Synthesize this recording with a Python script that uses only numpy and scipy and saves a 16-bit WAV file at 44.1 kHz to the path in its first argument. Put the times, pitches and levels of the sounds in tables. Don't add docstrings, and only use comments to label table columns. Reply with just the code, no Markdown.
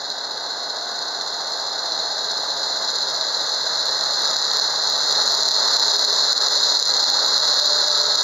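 import sys
import numpy as np
from scipy import signal
from scipy.fft import rfft, irfft, next_fast_len
from scipy.io import wavfile
from scipy.ndimage import minimum_filter1d, map_coordinates

SR = 44100
rng = np.random.default_rng(int(sys.argv[2]) if len(sys.argv) > 2 else 0)


def bounce(signal):
    frames = np.transpose(np.atleast_2d(signal))
    limited = np.clip(frames, -1, 1)
    pcm = np.round(limited * 32767).astype(np.int16)
    wavfile.write(sys.argv[1], SR, pcm)


N = 362943

# start in seconds,
# click in relative dB, crack in relative dB.
HARD_STRIKES = [(4.366, -40, -14), (4.5346, -34, -15.5), (4.57, -26, -14), (4.597, -31, -15),
                (4.8988, -25, -19), (5.0824, -36, -19), (5.3213, -27, -16), (5.3495, -35, -14),
                (5.3762, -57, -18), (5.4054, -47, -16.5), (5.4323, -32, -11.5), (5.4595, -41, -22),
                (5.4869, -30, -10.5), (5.515, -31, -13.5), (5.677, -39, -17), (5.7402, -34, -18),
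                (5.7675, -44, -16), (5.7962, -24, -14.5), (5.9364, -40, -22), (5.9638, -30, -14.5),
                (5.9928, -33, -12), (6.0482, -38, -10), (6.127, -35, -15), (6.2093, -33, -16),
                (6.3298, -27, -11.5), (6.4228, -35, -16.5), (6.484, -27, -12), (6.6348, -37, -16.5),
                (6.7914, -33, -13), (6.8344, -46, -15), (6.8743, -38, -16), (6.9995, -33, -17),
                (7.0404, -35, -16), (7.1004, -26, -13), (7.262, -29, -16), (7.379, -32, -13.5),
                (7.401, -33, -14.5), (7.5418, -31, -16), (7.598, -27, -10.5), (7.6585, -26, -15),
                (7.7698, -34, -18), (7.8825, -31, -14.5), (8.0152, -28, -14), (8.1554, -30, -13),
                (8.2115, -42, -14)]
# start in seconds, level in relative dB.
STALK_SNAPS = [(0.1005, -19), (0.9895, -22), (1.5195, -21), (1.5735, -23), (2.3155, -17), (2.5945, -20),
               (2.8465, -19), (2.9015, -16), (2.9565, -15), (2.9845, -18), (3.0995, -17), (3.1405, -18),
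               (4.0085, -15), (4.0365, -15), (4.8715, -15), (5.1095, -13.5), (5.124, -10.5), (5.2215, -14),
               (5.2615, -16), (5.2755, -10), (6.5385, -16), (6.6215, -19), (6.9025, -16)]
# time in seconds, extra roar in dB,
# extra crackle in dB.
CROP_TUFTS = [(3.65, -0.5, -0.5), (4.27, 2, 2), (4.58, 1.8, 0.5), (4.76, 1, -0.8), (5.17, 2, 1),
              (5.75, 2.5, 1.5), (6.42, 1.4, 0.5), (6.68, -0.7, 1), (7.55, 1, 0.4), (7.98, 0.5, 0)]
CYLINDER_FORCES = [1.74, 1.12, 1.22, 0.99, 1.14]
# start in seconds, level in relative dB.
MACHINE_CLACKS = [(0.705, -18), (1.792, -13.5), (1.92, -13), (2.001, -16), (2.3025, -14), (2.3695, -16),
                  (2.877, -14.5), (2.886, -12), (3.086, -19), (3.211, -14), (3.5388, -12), (3.7566, -12),
                  (4.207, -11), (4.515, -9)]
# frequency in Hz, level in relative dB.
HOOD_COLOUR = [(25, -51), (60, -41), (120, -24.5), (200, -15.5), (330, -12.5), (410, -4.5), (600, 2.5),
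               (750, -1), (880, 2), (1200, 0.5), (1600, -0.5), (1900, -9), (2150, -8), (2600, -9.5),
               (6000, -35.5)]
# frequency in Hz, level in relative dB.
BONNET_COLOUR = [(25, -47), (60, -41), (120, -32.5), (200, -15.5), (330, -12), (420, -4), (650, -1.5),
                 (725, -3), (790, 1.5), (880, 2.2), (1050, -3), (1200, -2.5), (1360, -6.5), (1600, -1.5),
                 (1800, -11), (2100, -12), (2600, -11), (6000, -32)]
# multiple of the four-stroke cycle rate, level in dB.
EXHAUST_PARTIALS = [(5, -78.5), (10, -68.5), (15, -66), (20, -62.5)]
# multiple of the rotation rate, level in relative dB.
HUM_PARTIALS = [(3, -73), (4, -57.5)]
# pitch in Hz, level in dB,
# peak time in seconds, half length in seconds, glide in Hz per second.
PASSING_WHINES = [(698.4, -43, 1.347, 1.65, -3), (650, -47, 2.714, 2.1, -1), (627, -51, 1.8, 1.6, 0),
                  (542, -49, 3.18, 0.79, -0.5), (792, -49.5, 1.8, 0.67, -2), (906, -52, 1.32, 0.93, -3),
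                  (1082, -48, 1.2, 0.7, -3), (1165, -51.5, 2.7, 0.9, -3), (1477, -46.5, 1.007, 0.8, -8),
                  (1550, -51.5, 0.606, 1.0, -4.5), (1660, -49.5, 3.8, 0.9, 0.5),
                  (1877, -50.5, 4.6, 1.3, 0.5), (288.8, -60, 0.99, 2.3, 0), (286, -57.5, 6.9, 1.36, 0),
                  (250, -59, 5.45, 0.53, 0), (417, -54.5, 1.0, 2.7, 0), (415.5, -45, 6.0, 0.9, 0),
                  (416, -45, 8.18, 0.36, 0.5), (642, -46.5, 5.3, 0.57, 0), (695, -46, 5.6, 0.66, 0),
                  (835, -45, 5.2, 0.72, -1), (911, -41, 5.64, 0.29, -0.5), (591, -44.5, 6.6, 0.3, 1.5),
                  (596, -39, 7.82, 0.36, 0), (958, -45, 6.9, 0.55, 0), (1567, -48.5, 6.5, 0.5, 1),
                  (817, -43.5, 7.05, 0.2, 0), (900, -44.5, 7.9, 0.5, -2), (1300, -42, 7.93, 0.49, -4),
                  (1455, -46, 7.9, 0.6, 0), (1650, -48, 8.2, 0.5, 0)]
# frequency in Hz, gain of the side signal in dB.
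STEREO_WIDTH = [(60, -6), (280, -18.5), (650, -24), (1000, -23.5), (1900, -13), (2500, -33), (3400, -12.5),
                (4300, -11.5), (6500, -12.5), (11000, -7)]
# frequency in Hz, gain in dB.
HOUSING_COLOUR = [(2000, 1), (2250, -14.5), (2430, -29), (2750, -12.5), (3000, -17), (3350, 3), (3800, 13),
                  (4800, 13), (5500, 8), (7100, 7.5), (7500, -5.5), (7950, -33), (8450, -29), (9200, -30.5),
                  (12000, -24.5), (14200, -33), (15500, -33.5)]
# centre in Hz, width in Hz, boost in dB.
HOUSING_PEAKS = [(4147, 577, 13), (10850, 1960, 15.5)]
# frequency in Hz, left minus right in dB.
PORT_BALANCE = [(60, 0), (290, -2), (380, 0), (1600, -0.5), (3400, 0), (3850, 1.9), (4300, -3), (5500, 1.5),
                (6800, 2.5), (7500, -0.5), (9200, -1), (10300, 5), (12000, -2.5), (15500, 0)]
# frequency in Hz, lead of the left port in radians.
PORT_PHASE = [(100, 0.098), (300, -0.39), (500, -0.018), (3600, -0.054), (4050, 0.21), (4700, -0.36),
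              (6300, -0.56), (7000, 0.28), (9700, -0.38), (14000, -0.46)]

CYCLE_HZ, ROTOR_HZ = 15.49, 35.68
SPEED_M_PER_S, LANE_M, NEAREST_S = 0.84, 2.76, 7.19


def flails(turn, stalks_per_s=3200):
    rows = blows(turn, [1.3, 1.0, 0.76, 0.94], decay=1.05)
    hits = rng.random(N) < stalks_per_s / SR * rows ** 2
    force = amp(1.25 * rng.standard_normal(N))
    feed = amp(0.57 * wobble(60))
    cuts = unit(noise() * hits * force)
    return unit(feed * (cuts + 0.89 * noise()))


def strikes(share, snap_s=0.0013):
    cracks, clicks = np.zeros((2, 2, N + SR))
    t = np.arange(SR // 50) / SR
    light_per_s = 13 * share ** 4 / distance() ** 2
    moments = np.flatnonzero(rng.random(N) < light_per_s / SR) / SR
    softer_db = 4 * rng.standard_normal(len(moments))
    light_strikes = [(s, -46 - db, -28 - db) for s, db in zip(moments, softer_db)]
    burst = np.sin(np.pi * np.minimum(t / (2 * snap_s), 1))
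    for s, click_db, crack_db in list(HARD_STRIKES) + light_strikes:
        splinters = rng.standard_normal((2, len(t))) * burst / np.linalg.norm(burst)
        snap = 0.16 * splinters
        snap[0, round(snap_s * SR / 2)] += 1
        add_at(cracks, s, amp(crack_db + 12.5) * snap)
        add_at(clicks, s, amp(click_db + 43) * (snap + 0.44 * splinters))
    body = filtered(cracks[:, :N], lambda hz: low_cut(hz, 2900, 4))
    edge = filtered(clicks[:, :N], lambda hz: 1 / (1 + np.exp((12600 - hz) / 600)))
    return body + edge


def low_flail(rotor_turn, crackle_db, place_in_turn=0.73, break_s=0.0033):
    snaps, t = np.zeros((2, N + SR)), np.arange(SR // 100) / SR
    passes = np.flatnonzero(np.diff(np.floor(rotor_turn - place_in_turn)) > 0)
    clump_db = crackle_db + 8 + 3.5 * wobble(6)
    force_db = clump_db[passes] + 1.5 * rng.standard_normal(len(passes))
    burst = np.sin(np.pi * np.minimum(t / break_s, 1))
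    for s, db in list(STALK_SNAPS) + list(zip(passes / SR, force_db)):
        add_at(snaps, s, amp(db) * burst * rng.standard_normal((2, len(t))))
    return filtered(snaps[:, :N], lambda hz: low_cut(hz, 7300, 2) * high_cut(hz, 13800, 10))


def hood_sparkle(crackle, lift_db=1.5):
    treble = filtered(crackle, lambda hz: low_cut(hz, 4800, 12))
    return crackle + (amp(lift_db * swell(5.6, 0.74)) - 1) * treble


def engine_clatter(turn, scatter_db=0.4, top_db=1.8):
    knocks = blows(turn, CYLINDER_FORCES, decay=4)
    firing = np.floor(turn * len(CYLINDER_FORCES)).astype(int)
    force = amp(scatter_db * rng.standard_normal(firing.max() + 1))[firing]
    grain = amp(0.9 * wobble(700))
    clatter = unit(noise() * knocks * force * grain)
    return filtered(clatter, lambda hz: amp(top_db * low_cut(hz, 8000, 8)))


def machine_clacks(ring_s=0.024):
    clacks, t = np.zeros((2, N)), np.arange(SR // 40) / SR
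    for s, db in MACHINE_CLACKS:
        clack = 0.097 * rng.standard_normal((2, len(t))) * amp(-60 * t / ring_s)
        clack[0, 0] += 1
        add_at(clacks, s, amp(db + 7) * clack)
    return filtered(clacks, lambda hz: low_cut(hz, 3100, 6) * high_cut(hz, 5500, 6))


def roar(share, engine_turn):
    throb = 1 + 0.04 * np.cos(2 * np.pi * engine_turn)
    bonnet = unit(filtered(noise(), lambda hz: amp(along(BONNET_COLOUR, hz)))) * throb
    bonnet *= amp([[0], [-4]])
    hood = unit(filtered(noise(), lambda hz: amp(along(HOOD_COLOUR, hz)))) * amp(wobble(14))
    return crossfade(bonnet, hood, share)


def exhaust(turn):
    return sum(amp(db) * tone(k * turn, waver_db=1.5, drift_turns=0.04) for k, db in EXHAUST_PARTIALS)


def rotor_hum(share, turn):
    hum = sum(amp(db) * tone(k * turn, waver_db=2, drift_turns=0.066) for k, db in HUM_PARTIALS)
    tyre_db = -3.5 * swell(6.4, 0.47)
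    return np.sqrt(share) * amp(tyre_db) * hum


def whines(share):
    t, load, mix = clock(), np.sqrt(share), np.zeros(N)
    for hz, db, peak_s, half_s, glide in PASSING_WHINES:
        turn = hz * t + glide * (t - peak_s) ** 2 / 2
        whine = tone(turn, waver_db=4.5 * load, drift_turns=0.125 * load, rate=28)
        mix += amp(db) * swell(peak_s, half_s) * whine
    return mix


def distance():
    return np.hypot(LANE_M, SPEED_M_PER_S * (clock() - NEAREST_S)) / LANE_M


def mower_share(before=0.073, after=0.89, handover_s=3.3, ease_s=0.72):
    return before + (after - before) / (1 + np.exp((handover_s - clock()) / ease_s))


def faders(tuft_half_s=0.079):
    decades = np.log10(distance())
    grille_db = swell(2.38, 1)
    roar_db = -31 - 13 * decades + grille_db
    crackle_db = -28 - 33 * decades + grille_db
    for s, extra_roar_db, extra_crackle_db in CROP_TUFTS:
        tuft = swell(s, tuft_half_s)
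        roar_db += extra_roar_db * tuft
        crackle_db += extra_crackle_db * tuft
    return roar_db, crackle_db


def housing(x, size=4096):
    hz = np.fft.rfftfreq(size, 1 / SR)
    peaks_db = sum(db / (1 + (2 * (hz - centre) / width) ** 2) for centre, width, db in HOUSING_PEAKS)
    cepstrum = irfft(np.log(amp(along(HOUSING_COLOUR, hz) + peaks_db)))
    cepstrum[1:size // 2] *= 2
    cepstrum[size // 2 + 1:] = 0
    ring = irfft(np.exp(rfft(cepstrum)))
    return signal.fftconvolve(x, ring[None], axes=1)[:, :N]


def ports(hz):
    half = np.array([[0.5], [-0.5]])
    return amp(half * along(PORT_BALANCE, hz)) * np.exp(1j * half * along(PORT_PHASE, hz))


def limiter(x, ceiling_db=-6.5, attack_s=0.00025, hold_s=0.015, release_db_per_s=220):
    over_db = np.maximum(20 * np.log10(np.abs(x).max(axis=0) + 1e-9) - ceiling_db, 0)
    reach = int(hold_s * SR / 2)
    over_db = -minimum_filter1d(-over_db, 2 * reach + 1, origin=reach)
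    recovery = release_db_per_s * clock()
    held_db = np.maximum.accumulate(over_db + recovery) - recovery
    pole = np.exp(-1 / (attack_s * SR))
    return x * amp(-signal.lfilter([1 - pole], [1, -pole], held_db))


def saturate(x, top=0.59, knee=13):
    return x / (1 + np.abs(x / top) ** knee) ** (1 / knee)


def blows(turn, sizes, decay):
    place = turn * len(sizes)
    size = np.asarray(sizes)[np.floor(place).astype(int) % len(sizes)]
    return unit(size * np.exp(-(place % 1) / decay))


def tone(turn, waver_db, drift_turns, rate=13):
    level = amp(waver_db * wobble(rate))
    drift = drift_turns * wobble(0.7 * rate)
    return unit(level * np.sin(2 * np.pi * (turn + drift)))


def noise():
    return rng.standard_normal((2, N))


def wobble(rate):
    knots = rng.standard_normal(int(N * rate / SR) + 4)
    steps = np.arange(10 * len(knots)) / 10
    return np.interp(clock() * rate, steps, map_coordinates(knots, [steps]))


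def swell(peak_s, half_s):
    return np.exp(-((clock() - peak_s) / half_s) ** 2 / 2)


def crossfade(a, b, share):
    return np.sqrt(1 - share) * a + np.sqrt(share) * b


def add_at(track, start_s, sound):
    start = round(start_s * SR)
    track[:, start:start + sound.shape[1]] += sound


def filtered(x, gain):
    size = next_fast_len(N + SR // 4)
    return irfft(rfft(x, size) * gain(np.fft.rfftfreq(size, 1 / SR)), size)[..., :N]


def low_cut(hz, corner_hz, order):
    return hz ** order / (hz ** order + corner_hz ** order)


def high_cut(hz, corner_hz, order):
    return 1 / (1 + (hz / corner_hz) ** order)


def along(points, hz):
    freqs, values = np.transpose(points)
    return np.interp(np.log(hz + 1), np.log(freqs + 1), values)


def amp(db):
    return 10 ** (np.asarray(db) / 20)


def unit(x):
    return x / np.sqrt(np.mean(x ** 2) + 1e-20)


def clock():
    return np.arange(N) / SR


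def scene():
    roar_db, crackle_db = faders()
    share = mower_share()
    engine_turn = CYCLE_HZ * clock() + 0.245 + 0.016 * wobble(2)
    rotor_turn = ROTOR_HZ * clock() + 0.2 + 0.02 * wobble(2)
    crackle = amp(crackle_db) * crossfade(engine_clatter(engine_turn), flails(rotor_turn), share)
    bright = hood_sparkle(crackle) + machine_clacks() + strikes(share)
    bright += low_flail(rotor_turn, crackle_db)
    bright = filtered(bright, lambda hz: low_cut(hz, 700, 2))
    mid, side = bright + amp(roar_db) * roar(share, engine_turn)
    mid = mid + exhaust(engine_turn) + rotor_hum(share, rotor_turn) + whines(share)
    side = filtered(side, lambda hz: amp(along(STEREO_WIDTH, hz)))
    return np.array([mid + side, mid - side])


def record(dry, top_hz=15830):
    coloured = filtered(housing(dry), ports)
    squeezed = saturate(limiter(coloured))
    return filtered(squeezed, lambda hz: (hz < top_hz) * low_cut(hz, 35, 2))


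dry = scene()
out = record(dry)
bounce(out)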